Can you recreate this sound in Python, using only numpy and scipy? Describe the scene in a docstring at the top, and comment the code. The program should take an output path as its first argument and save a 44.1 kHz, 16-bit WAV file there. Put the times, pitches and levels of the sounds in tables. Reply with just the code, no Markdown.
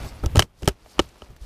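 """Three heavy steps through dry leaves on a woodland floor, heard from a hand-held camera.
Each step thumps, snaps a few twigs and crushes leaves that crackle on for a moment. Every crack
has the same short bright ring near 3 kHz, probably the camera body resonating.
Leaves swish between the steps, sliding surfaces squeak and the trunks echo faintly.
The moving microphone rumbles, and the hardest crack overloads it."""
import sys
import numpy as np
from scipy import signal
from scipy.fft import rfft, irfft, next_fast_len
from scipy.io import wavfile

SR = 44100
rng = np.random.default_rng(int(sys.argv[2]) if len(sys.argv) > 2 else 0)


def pcm_store(signal):
    """Save signal as 16-bit PCM."""
    levels = np.round(np.clip(np.atleast_2d(signal), -1, 1) * 32767)
    wavfile.write(sys.argv[1], SR, levels.astype(np.int16).T)


N = 63945
TOP_HZ = 15000


def twig_snaps():
    """Fibres tear in a brief burst, the twig knocks on the ground, and a bright ring follows."""
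    # snaps: t/s, snap/dB, tilt/(dB per octave), decay/s, ring/dB, knock/dB, twig's own note/Hz
    cracks = [(0.0466, -25.5, -14.5, 0.00077, -43, -38, 860), (.2375, -30.5, -10, 0.0016, -55, -19.5, 1350),
              (0.2604, -21, 6.5, 0.00065, -32.5, -25, 4920), (0.3571, -14, -1, .0007, -27, -11.5, 7100),
              (0.367, -25, 3, 0.00087, -30.5, -21, 1640), (0.3709, -17.5, 0, .0008, -27.5, -30.5, 6200),
              (0.3794, -22, 1, .0015, -33, -25, 5850), (0.3935, 5, -1.03, .0009, -4, -10, 5320),
              (0.4026, -18.5, -.5, .0025, -27, -24.5, 3100), (.4228, -19, -2, .0014, -15.5, -22, 3050),
              (0.426, -25.5, 0.5, .0015, -36, -41.5, 5450), (0.6317, -33, -2.5, 0.0014, -47, -37, 3140),
              (0.6764, -8, -0.9, 0.0014, -12.5, -4, 4240), (.6846, -19, 2.9, 0.0018, -31.5, -23, 13140),
              (.6890, -25.5, -4.5, .003, -28.5, -21.5, 2970), (0.9927, -9, -5.5, 0.0035, -11.5, -18, 2540),
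              (0.9972, -16, -2.5, .002, -17, -12, 5720), (1.2199, -37.5, -4.5, 0.0011, -38.5, -31, 3120)]
    # tone of tearing fibres: f/Hz, level/dB
    snap_spectrum = [(150, -10.5), (500, -4), (1200, -1.5), (2000, -1), (3000, -1.5), (3900, -3.5),
                     (6500, -5), (8200, -8.5), (11000, -14.5), (15000, -21)]
    # ring near 3 kHz shared by every crack, probably the camera body: f/Hz, level/dB, t60/s
    ring_modes = [(1588, -6.5, 0.017), (1894, -14, 0.0061), (2320, -7, 0.0077), (2557, -6, .014),
                  (2963, 2, .014), (3240, -6, 0.015), (5000, -20.5, 0.0059), (6620, -14.5, 0.0073)]
    # low knock of the wood: f/Hz, level/dB, t60/s
    knock_modes = [(235, -7, 0.029), (315, -7, 0.03), (399, -4, 0.033), (594.6, -6, 0.032),
                   (793, -7.5, 0.024), (912, -9, 0.024), (1307, -9.5, 0.032)]
    note_db, note_t60_s = -5, 0.0085  # level relative to the snap
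    out = np.zeros(N)
    for start, snap_db, tilt_db, decay, ring_db, knock_db, hz in cracks:
        t = since(start)
        scatter = undb(-19.5) * np.exp(-t / 0.0045)  # off the ground nearby
        tear = (t > 0) * (np.exp(-t / decay) + scatter) * rng.choice([-1, 1], N)
        snap = colour(tear, snap_spectrum, tilt_db) + ring(t, [(hz, note_db, note_t60_s)])
        resonance = undb(ring_db) * ring(t, ring_modes) + undb(knock_db) * ring(t, knock_modes)
        out += undb(snap_db) * snap + resonance
    return out


def foot_thumps():
    """The weight of each step lands as short swells of bass."""
    # foot on ground: t/s, f/Hz, level/dB, rise/s
    thumps = [(.226, 51, -19, 0.013), (0.237, 113, -21.5, 0.006), (.2615, 61.6, -10.5, 0.0045),
              (0.348, 120, -17.5, 0.0049), (0.3723, 89.3, -3.5, .006), (0.396, 111.2, -14.5, .005),
              (.428, 95, -31.5, .006), (0.626, 65, -24, 0.0083), (0.638, 170, -26.5, .004),
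              (.677, 140, -5.5, 0.0021), (0.684, 54.7, -25, 0.013), (0.9931, 360, -9.5, 0.0034),
              (.997, 65.6, -21, .008), (1.223, 66, -38.5, 0.0085), (1.411, 50, -31, 0.013)]
    out = np.zeros(N)
    for start, hz, db, rise in thumps:
        t = since(start)
        swell = (t / rise * np.exp(1 - t / rise)) ** 1.5
        out += undb(db) * swell * np.sin(2 * np.pi * hz * t)
    return out


def crushed_leaves(rise_s=0.002):
    """Crushed leaves crackle at once and die away; the packed litter under them crunches lower."""
    # presses underfoot: t/s, crackle/dB, decay/s, crunch/dB
    crushes = [(0.233, -60, 0.015, -24), (0.314, -43.5, 0.0027, -44), (0.351, -52, 0.022, -20.5),
               (0.389, -32, 0.016, -24), (0.426, -46.5, 0.0067, -46), (.620, -50, 0.016, -33.5),
               (0.644, -39.5, 0.0051, -51), (0.655, -44.5, 0.011, -42.5), (.680, -32.5, 0.012, -27.5),
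               (1.013, -40, 0.0079, -36.5), (1.086, -48, 0.0074, -81), (1.302, -56.5, 0.006, -42),
               (1.362, -42.5, .004, -63)]
    # crisp top leaves: f/Hz, level/dB
    leaf_spectrum = [(150, -7), (500, -6), (1500, -1.5), (3000, -2), (6000, -2), (10000, -9),
                     (15000, -13.5)]
    # dull packed litter: f/Hz, level/dB
    litter_spectrum = [(80, -19.5), (200, -1), (370, 7.5), (700, -9), (2000, -21), (6000, -34)]
    top, below = np.zeros(N), np.zeros(N)
    for start, crackle_db, decay, crunch_db in crushes:
        t = since(start)
        press = (1 - np.exp(-t / rise_s)) * np.exp(-t / decay)
        top += undb(crackle_db) * press
        below += undb(crunch_db) * press
    crisp = colour(top * crackle(per_s=830, spread_db=4), leaf_spectrum)
    crunch = colour(below * grains(per_s=4500, spread_db=2.5), litter_spectrum)
    return crisp + crunch


def stick_knocks(decay_s=0.0042):
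    """Sticks pressed into the litter give a dull knock."""
    # soft knocks: t/s, level/dB
    knocks = [(0.06, -33), (0.86, -41.5), (.982, -29.5), (1.156, -44)]
    # tone of a pressed stick: f/Hz, level/dB
    stick_spectrum = [(200, -4.5), (700, 0), (1400, -12.5), (4000, -27.5), (12000, -44)]
    press = np.zeros(N)
    for start, db in knocks:
        t = since(start)
        press += undb(db) * (t > 0) * np.exp(-t / decay_s)
    return colour(press * rng.choice([-1, 1], N), stick_spectrum)


def swish_and_rumble(split_hz=3240):
    """Leaves brush past with a fine crackle on top, over the rumble of the moving microphone."""
    # fader moves, ahead of the trims below: t/s, swish body/dB, swish treble/dB, rumble/dB
    motion = [(0, -41, -49.5, -37.5), (.065, -41, -47.5, -32.5), (0.089, -46, -47, -48),
              (.12, -47, -57, -42), (.20, -49, -57, -47.5), (0.321, -47.5, -64.5, -35),
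              (0.441, -51, -51.5, -38.5), (.465, -66, -73.5, -55), (.53, -64.5, -74.5, -59.5),
              (.605, -61, -57.5, -57.5), (0.711, -49, -64.5, -42.5), (0.746, -63, -69, -54.5),
              (.78, -60, -68, -63), (.87, -57, -59.5, -53.5), (.915, -56.5, -52, -67),
              (.97, -50.5, -59.5, -50), (1.028, -50.5, -52.5, -43), (1.088, -56.5, -63, -54.5),
              (1.25, -53.5, -59, -68), (1.309, -57.5, -67.5, -43.5), (1.40, -59, -66, -61),
              (1.418, -55, -55.5, -47)]
    # brushing leaves: f/Hz, level/dB
    swish_spectrum = [(150, 2), (350, -5), (900, -9), (1800, -15.5), (3000, -16), (5000, -15),
                      (7500, -21.5), (11000, -23.5), (15000, -29)]
    # handling noise: f/Hz, level/dB
    rumble_spectrum = [(15, -4), (30, 0), (60, 4), (110, -4), (170, -8), (250, -18), (400, -45)]
    times, body_db, treble_db, rumble_db = np.array(motion).T
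    fader = lambda db: undb(np.interp(np.arange(N) / SR, times, db))
    rub = colour(grains(per_s=6600, spread_db=3.5), swish_spectrum)
    fizz = colour(crackle(per_s=1700, spread_db=2.5), swish_spectrum)
    body = unit(bandpass(rub, [230, split_hz], order=4))
    treble = unit(bandpass(fizz, [split_hz, TOP_HZ], order=4))
    rumble = colour(rng.standard_normal(N), rumble_spectrum)
    return body * fader(body_db - 1) + treble * fader(treble_db - 2) + rumble * fader(rumble_db + 2)


def squeaks(jitter_hz=500):
    """Sliding surfaces give thin whistles that glide and settle."""
    # glides: t/s, length/s, from/Hz, to/Hz, level/dB
    glides = [(0.064, 0.032, 7600, 8000, -51.5), (0.14, 0.03, 9150, 10570, -59),
              (.195, 0.011, 5020, 4580, -53)]
    out = np.zeros(N)
    for start, length, from_hz, to_hz, db in glides:
        progress = np.minimum(since(start) / length, 1)
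        hz = to_hz + (from_hz - to_hz) * np.exp(-4 * progress) + jitter_hz * rng.standard_normal(N)
        out += undb(db) * np.sin(np.pi * progress) * np.sin(2 * np.pi * np.cumsum(hz) / SR)
    return out


def trunk_echo(x, t60_s=0.3):
    """Tree trunks throw back a short, diffuse midrange tail."""
    tail = colour(rng.standard_normal(N), [(100, -4), (1000, 6), (4000, -12), (15000, -20)])
    tail *= undb(-60 * since(0) / t60_s)
    return signal.fftconvolve(x, tail / np.linalg.norm(tail))[:N]


def grains(per_s, spread_db):
    """Dense tiny clicks of very unequal size."""
    size = undb(spread_db * np.minimum(rng.exponential(size=N), 4))
    return unit((rng.random(N) < per_s / SR) * size * rng.choice([-1, 1], N))


def crackle(per_s, spread_db):
    """Grains of many pitches: every band has its own clicks, flat in sum."""
    # band edges: f/Hz
    edges = [60, 900, 2200, 4000, 6500, 10000, 16000]
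    return sum(bandpass(grains(per_s, spread_db), band, order=2) for band in zip(edges, edges[1:]))


def ring(t, modes):
    """Damped modes of alternating polarity, struck at t = 0."""
    return sum((-1) ** k * undb(db - 60 * t / t60) * np.sin(2 * np.pi * hz * t)
               for k, (hz, db, t60) in enumerate(modes))


def colour(x, points, tilt_db=0):
    """EQ of unit power gain through (f/Hz, level/dB) points, tilted per octave above the second."""
    size = next_fast_len(N + SR // 4) * 2
    octave = np.log2(np.maximum(np.fft.rfftfreq(size, 1 / SR), 1))
    hz, db = np.array(points, float).T
    slope_db = tilt_db * np.maximum(octave - np.log2(hz[1]), 0)
    gain = unit(undb(np.interp(octave, np.log2(hz), db) + slope_db))
    # minimum phase, so nothing sounds ahead of an attack
    cepstrum = irfft(np.log(gain))
    cepstrum[1:size // 2] *= 2
    cepstrum[size // 2 + 1:] = 0
    return irfft(rfft(x, size) * np.exp(rfft(cepstrum)))[:N]


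def bandpass(x, band_hz, order):
    """Keep one band."""
    return signal.sosfilt(signal.butter(order, band_hz, "band", fs=SR, output="sos"), x)


def since(start):
    """Seconds since a moment, zero before it."""
    return np.maximum(np.arange(N) - round(start * SR), 0) / SR


def undb(db):
    """Decibels to gain."""
    return 10 ** (np.asarray(db) / 20)


def unit(x):
    """Scale to rms 1."""
    return x / np.sqrt(np.mean(x ** 2) + 1e-18)


def scene():
    """Steps close by in mono, with a faint echo of the snaps, knocks and crushed leaves."""
    underfoot = twig_snaps() + stick_knocks() + crushed_leaves()
    echo = undb(-53.5) * trunk_echo(underfoot)
    return (underfoot + echo + foot_thumps() + swish_and_rumble() + squeaks())[None]


def record(dry, drive_db=0.5, ceiling=0.78):
    """Overload flattens the hardest peaks, with a steep high cut before and after."""
    high_cut = signal.ellip(10, .2, 80, TOP_HZ, fs=SR, output="sos")
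    driven = signal.sosfilt(high_cut, dry * undb(drive_db))
    clipped = driven / (1 + (driven / ceiling) ** 6) ** (1 / 6)
    return signal.sosfilt(high_cut, clipped)


dry = scene()
out = record(dry)
pcm_store(out)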